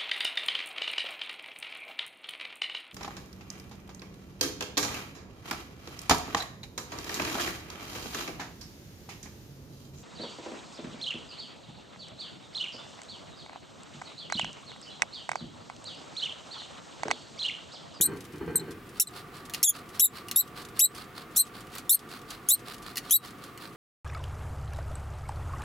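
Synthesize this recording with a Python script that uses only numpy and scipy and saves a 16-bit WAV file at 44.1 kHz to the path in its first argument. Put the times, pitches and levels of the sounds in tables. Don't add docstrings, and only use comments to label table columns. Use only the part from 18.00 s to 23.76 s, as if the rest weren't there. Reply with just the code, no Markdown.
import sys
import numpy as np
from scipy import signal
from scipy.fft import rfft, irfft, next_fast_len
from scipy.io import wavfile
from scipy.ndimage import map_coordinates

SR = 44100
rng = np.random.default_rng(int(sys.argv[2]) if len(sys.argv) > 2 else 0)


def master_out(mix):
    frames = np.transpose(np.atleast_2d(mix))
    ceiling = np.clip(frames, -1, 1)
    pcm = np.round(ceiling * 32767).astype(np.int16)
    wavfile.write(sys.argv[1], SR, pcm)


N = 254016

# t/s, length/s, level/dB, opening snap/dB, start f/Hz, top f/Hz, climb/s,
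# bend after/s, bend/Hz, end flick/Hz, rasp/0-1, clears after/s, period doubling/0-1,
# mouth gain at 4 kHz/dB, mouth gain at 12 kHz/dB
SQUEAKS = [ (.009, 0.052, -11.5, -2, 3375, 4153, .025, .034, -110, 279, 0.84, 0.03, 0.26, -4.5, -5),
           (0.555, 0.013, -6, -4.5, 4070, 4130, 0.0053, .03, -120, 7, 0.17, .009, 0.38, -9, -10),
           (0.594, 0.0034, -36.5, 6, 4150, 4190, .004, .004, -3, 0, .05, .005, 0, 6, 1),
           (0.997, 0.024, -11, -2.5, 2490, 3915, .021, .02, -6, -2, 0.96, 0.034, 0.86, -4.5, -3),
           (1.069, .005, -25, 0, 4050, 4090, .004, .004, 0, 0, .05, .005, 0, 1, -7),
           (1.628, 0.07, -9, 2, 1940, 3722, 0.0158, 0.035, -360, 189, 1, 0.022, 0.26, -2.5, -2.5),
           (1.994, 0.064, -6.5, -12.5, 2875, 3860, 0.023, 0.045, -200, 277, 0.9, .016, 0.33, -1.5, -1.5),
           (2.359, 0.05, -11.5, 1.5, 3630, 3836, 0.018, .036, 72, 220, 0.2, 0.022, 0.25, 0.5, -2),
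           (2.791, .064, -10, -3, 2200, 3870, .027, .042, 0, 320, .5, .021, .15, -1, -2.5),
           (3.359, 0.055, -8, -16, 3350, 4136, .021, .033, -52, 162, 0.68, 0.03, 0.5, -2, -0.5),
           (3.892, 0.057, -9.5, -9.5, 3603, 4280, 0.044, .045, -100, 198, 0.45, 0.046, 0.47, 0.5, 2.5),
           (4.485, 0.056, -10.5, -8, 3240, 4040, 0.045, .044, 87, 289, 0.55, 0.032, 0.23, 0, 0),
           (5.106, 0.06, -11, -8, 3080, 3890, 0.039, 0.052, 46, 464, .48, 0.038, 0.27, 0, 1.5), ]
# f/Hz, level/dB
THROAT = [(900, -30), (1900, -11.5), (3000, -13), (4000, -6), (4800, -12.5), (5600, 2), (6300, -3),
          (7200, -0.5), (8200, -2.5), (9400, -2.5), (11000, 4.5), (12500, 0), (14500, 0.5), (16000, -20.5)]
# f/Hz, phase/rad
LEFT_LEAD = [(1200, -.3), (2500, -0.076), (4000, 0.67), (6000, 0.49), (9800, -0.0038), (11000, 0.078),
             (11500, 1), (12500, 0.094), (14000, -1.3), (16000, -.5)]
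# t/s, level/dB, treble/dB
CLAW_TICKS = [(1.497, -28, 16.5), (1.5374, -18.5, 9), (1.5463, -15, 7), (2.2844, -24.5, 7),
              (2.3128, -15.5, 13.5), (3.67, -38, 7), (3.7528, -27.5, 14), (3.7827, -24.5, 16),
              (4.7435, -30.5, 13), (4.9575, -20.5, 9), (4.9706, -14, 10), (4.9794, -14, 10),
              (5.576, -30, 10)]
# f/Hz, width/Hz, level/dB
MESH_NOTES = [(1970, 140, -10.5), (2850, 180, 2.5), (4280, 450, -9), (5300, 720, -1.5), (7900, 4500, -14),
              (9450, 1300, -3.5), (13100, 1700, -21)]
# t/s, level/dB
JOLTS = [(0, -33.5), (.035, -37), (0.073, -36), (0.113, -36.5), (0.334, -42), (0.407, -36), (0.474, -33.5),
         (0.547, -32.5), (.6, -42.5), (0.677, -40)]
# f/Hz, level/dB
TRAY_RUMBLE = [(30, -33), (55, -24), (75, 1), (110, -11.5), (160, 4), (220, -5.5), (300, 2), (460, -0.5),
               (560, -26), (850, -15), (1300, -17.5), (2000, -20), (3500, -46), (12000, -59)]
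# f/Hz, level/dB
BAR_NOTES = [(389, 5), (855, -4), (1567, 2), (1900, -5.5), (2420, -6), (3035, -9), (4300, -10)]
# t/s, strokes per second/Hz
WHEEL_PACE = [(.97, 5.1), (1.7, 5.05), (2.3, 4.7), (2.9, 5.1), (3.3, 5.2), (4.2, 5.35), (5.76, 5.3)]
# t/s, level/dB
WHEEL_PUSH = [(.97, -48), (1.17, -42), (1.5, -45), (2.65, -40), (3.4, -45), (4.1, -41), (4.8, -41),
              (5.3, -47), (5.76, -41)]
# f/Hz, level/dB
SCRAPE_TONE = [(400, -5.5), (900, -5), (1250, 2.5), (2000, -5), (3200, -5), (4400, -0.5), (6200, -16),
               (9000, -13), (12500, -16.5), (16000, -18.5)]
# f/Hz, width/Hz, level/dB
WHEEL_NOTES = [(716, 28.7, -0.5), (1170, 68, 3), (1440, 85, -5), (1810, 120, -12)]
# t/s, level/dB
DRONE_LEVEL = [(0, -56.5), (.9, -56.5), (1.15, -49.5), (2.6, -51), (4.2, -51), (5.76, -51)]
# f/Hz, level/dB
ROOM_TONE = [(35, -7), (42, 1.5), (55, -9.5), (120, 2), (220, 0), (340, 1), (490, -4), (610, -13.5),
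             (1000, -12.5), (2000, -12), (3200, -18.5), (6000, -28.5), (12000, -30), (16000, -29)]
# f/Hz, likeness/0-1
STEREO_LIKENESS = [(40, 0.86), (300, .96), (1100, 0.8), (2500, 0.63), (12000, 0.86)]

ATTACK_S, SNAP_S, DROOP_DB, RELEASE_DB_PER_S = 0.0038, 0.021, 1.5, 1400
BEND_S, FLICK_S, FALL_HZ, FALL_S = .008, 0.0069, 343, 0.0131
WHISTLE_RASP, END_RASP = .025, 0.18


def degu(doubling_lasts=1.4, rasp_db=4.5):
    track, t = np.zeros((2, N)), np.arange(SR // 8) / SR
    hz = np.fft.rfftfreq(len(t), 1 / SR)
    for s, length, level_db, snap_db, *melody, rasp, clears, doubling, low_db, high_db in SQUEAKS:
        db = level_db - DROOP_DB * np.minimum(t / length, 1) ** 2
        db -= RELEASE_DB_PER_S * np.maximum(t - length, 0)
        db += snap_db * np.exp(-(t / SNAP_S) ** 2)
        rough = WHISTLE_RASP + rasp * (1 - step(t / clears - .5))
        rough += END_RASP * step((t - length) / FLICK_S + 1)
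        doubled = doubling * (1 - step(t / (clears * doubling_lasts) - .5))
        pitch = squeak_pitch(t, length, *melody)
        voice = vocal_folds(t, pitch, db + rasp_db * (rough - .5), rough, doubled)
        mouth = amp(np.interp(hz, [4000, 8000, 12000], [low_db, 0, high_db]))
        voice = irfft(rfft(voice) * mouth, len(voice))
        add(track, s, cage_echo(voice, near_db=-4, near_t60=0.034, far_db=-24, far_t60=0.12,
                                spread=0.45, dull_hz=9000))
    microphones = lambda f: np.exp(.5j * np.outer([1, -1], at_hz(LEFT_LEAD, f)))
    return filtered(track, lambda f: colour(THROAT)(f) * microphones(f)) * amp([[.6], [-.6]])


def vocal_folds(t, pitch, db, rasp, doubling, jitter=0.07, hiss=0.25, flutter_hz=720, drift_db=3.0):
    rasp, doubling = np.clip(rasp, 0, 1), np.clip(doubling, 0, 1)
    fast_waver = jitter * rasp * wobble(3000, len(t))
    slow_waver = (0.0017 + 0.014 * rasp) * wobble(190.5, len(t))
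    phase = 2 * np.pi * np.cumsum(pitch * (1 + fast_waver + slow_waver)) / SR
    voice = hiss * rasp ** 2 * rng.standard_normal(len(t))
    for k in np.arange(1, 15) / 2:
        share = 1 if k % 1 == 0 else doubling * min(k / 2.18, 1) ** 2
        weak_db = 0.91 * max(k - 2, 0) * np.minimum(db + 17, 0)
        gain = share * amp(weak_db + drift_db * wobble(102.4, len(t))) * (k * pitch < SR * .42)
        voice += gain * np.sin(k * phase + rng.uniform(0, 2 * np.pi))
    chop_hz = flutter_hz * (1 + 0.22 * wobble(423, len(t)))
    flutter = np.exp(0.32 * rasp * np.sin(2 * np.pi * np.cumsum(chop_hz) / SR))
    return amp(db) * voice * flutter * step(t / ATTACK_S) ** 2


def squeak_pitch(t, length, start_hz, top_hz, climb_s, bend_at, bend_hz, flick_hz):
    climb = start_hz + (top_hz - start_hz) * step(t / climb_s)
    bend = bend_hz * step((t - bend_at) / BEND_S + .5)
    flick = flick_hz * step((t - length) / FLICK_S + 1)
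    return climb + bend + flick - FALL_HZ * step((t - length) / FALL_S)


def cage_echo(x, near_db, near_t60, far_db, far_t60, spread, dull_hz):
    t = np.arange(SR // 4) / SR
    mid, side = rng.standard_normal((2, len(t)))
    pair = np.array([mid + spread * side, mid - spread * side])
    tail = lambda t60: unit(pair * amp(-60 * t / t60) * (t > .0005)) / np.sqrt(len(t))
    soften = signal.butter(2, dull_hz, fs=SR)
    echo = amp(near_db) * tail(near_t60) + amp(far_db) * signal.lfilter(*soften, tail(far_t60))
    echo[:, 0] = 1
    return signal.fftconvolve(x[None], echo, axes=1)


def claws(ring_t60=0.044, snap_db=6, snap_t60=0.0042):
    t = np.arange(SR // 10) / SR
    ring, crack = np.zeros((2, 2, N))
    fade = amp(-60 * t / ring_t60) + amp(snap_db - 60 * t / snap_t60)
    for s, db, treble_db in CLAW_TICKS:
        burst = amp(db - 5) * fade * rng.standard_normal(len(t))
        burst = cage_echo(burst, near_db=-5, near_t60=0.048, far_db=-17, far_t60=0.25,
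                          spread=0.55, dull_hz=10400)
        add(ring, s, burst)
        add(crack, s, amp(treble_db - 7) * burst)
    crack_tone = colour([(500, -32), (2000, -13.5), (5000, -15), (9000, -19), (16000, -19)])
    return filtered(ring, resonances(MESH_NOTES)) + filtered(crack, crack_tone)


def cage_shudder(t, rise_s=0.0059, shake_t60=0.37, knock_t60=0.028, sway_db=3, wander_hz=7):
    def jolts(t60):
        each = (amp(db - 60 * np.abs(t - s) / t60) * step((t - s) / rise_s) for s, db in JOLTS)
        return np.sqrt(sum(jolt ** 2 for jolt in each))
    shake, knocks = jolts(shake_t60), amp(3) * jolts(knock_t60)
    low_band = signal.butter(3, [50, 450], "bandpass", fs=SR, output="sos")
    thuds = signal.sosfilt(low_band, knocks * noise(colour(TRAY_RUMBLE)))
    bars = 0
    for hz, db in BAR_NOTES:
        phase = 2 * np.pi * np.cumsum(hz + wander_hz * wobble(73.3, N)) / SR
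        bars += amp(db + sway_db * wobble(21, N)) * np.sin(phase)
    rumble = amp(2.5) * shake * noise(colour(TRAY_RUMBLE))
    return rumble + thuds + amp(-8) * shake * unit(bars)


def running_wheel(t, rise_s=0.019, fall_s=0.034, grain_db=3, swell_db=3, uneven_db=1.3):
    count = np.cumsum(at_time(WHEEL_PACE, t) * (t >= WHEEL_PACE[0][0])) / SR
    times = t[np.searchsorted(count, np.arange(count[-1]), side="right")]
    levels = at_time(WHEEL_PUSH, times) + uneven_db * rng.standard_normal(len(times))
    strokes = sum(amp(db) * np.exp(-((t - s) / np.where(t < s, rise_s, fall_s)) ** 2 / 2)
                  for s, db in zip(times, levels))
    scrape = amp(-2.5) * strokes * amp(grain_db * wobble(260, N)) * noise(colour(SCRAPE_TONE))
    drone_db = at_time(DRONE_LEVEL, t) - 2 + swell_db * strokes / strokes.max()
    drone = amp(drone_db) * noise(resonances(WHEEL_NOTES))
    rattle = (amp(-14) * strokes + amp(-61.5)) * grit()
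    return (scrape + drone) * amp([[-1], [1]]) + rattle


def grit(per_s=55, spread_db=11, t60=0.066):
    hits = (rng.random(N) < per_s / SR) * amp(spread_db * np.clip(rng.standard_normal(N), -2, 2))
    fades = signal.fftconvolve(hits, amp(-60 * np.arange(SR // 20) / SR / t60))[:N]
    return unit(fades * noise(colour([(800, -19), (3000, 10), (12000, 4), (16000, -24.5)])))


def room_hush():
    return amp(-48) * noise(colour(ROOM_TONE))


def noise(response):
    turn = lambda f: np.arccos(np.clip(at_hz(STEREO_LIKENESS, f), -1, 1)) / 2
    shares = lambda f: np.array([np.cos(turn(f)), np.sin(turn(f))])
    mid, side = filtered(rng.standard_normal((2, N)), lambda f: response(f) * shares(f))
    return unit(np.array([mid + side, mid - side]))


def filtered(x, response):
    size = next_fast_len(N + SR // 2)
    return irfft(rfft(x, size) * response(np.fft.rfftfreq(size, 1 / SR)), size)[..., :N]


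def colour(points):
    return lambda f: amp(at_hz(points, f))


def resonances(notes):
    return lambda f: sum((-1) ** k * amp(db) * 1j * f * width / (hz * hz - f * f + 1j * f * width)
                         for k, (hz, width, db) in enumerate(notes))


def at_hz(points, hz):
    f, values = np.transpose(points)
    return np.interp(np.log(hz + 1), np.log(f + 1), values)


def at_time(points, t):
    return np.interp(t, *np.transpose(points))


def wobble(rate, size):
    points = rng.standard_normal(int(size * rate / SR) + 4)
    return map_coordinates(points, [np.arange(size) * rate / SR])


def step(u):
    return np.sin(np.pi / 2 * np.clip(u, 0, 1)) ** 2


def amp(db):
    return 10 ** (np.asarray(db) / 20)


def unit(x):
    return x / np.sqrt(np.mean(x ** 2) + 1e-20)


def add(track, s, sound):
    part = track[..., max(round(s * SR), 0):][..., :sound.shape[-1]]
    part += sound[..., :part.shape[-1]]


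def scene():
    t = np.arange(N) / SR
    hush = room_hush()
    return degu() + claws() + running_wheel(t) + cage_shudder(t) + hush


def record(dry, limit_db=-19, release_db_per_s=170, detect_s=0.00049, attack_s=0.00056,
           ahead_s=0.00058, firmness=.9, low_cut_hz=38, top_hz=16100):
    t = np.arange(N) / SR
    smooth = lambda v, s: signal.lfilter([1 - np.exp(-1 / (s * SR))], [1, -np.exp(-1 / (s * SR))], v)
    power = smooth(np.mean(dry ** 2, axis=0), detect_s)
    over_db = np.maximum(10 * np.log10(power + 1e-12) - limit_db, 0)
    ramp = release_db_per_s * t
    held_db = np.maximum.accumulate(over_db + ramp) - ramp
    cut_db = firmness * np.interp(t + ahead_s, t, smooth(held_db, attack_s))
    low_cut = signal.butter(2, low_cut_hz, "highpass", fs=SR, output="sos")
    out = signal.sosfilt(low_cut, dry * amp(-cut_db))
    return filtered(out, lambda f: 1 / (1 + (f / top_hz) ** 100))


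dry = scene()
out = record(dry)
master_out(out)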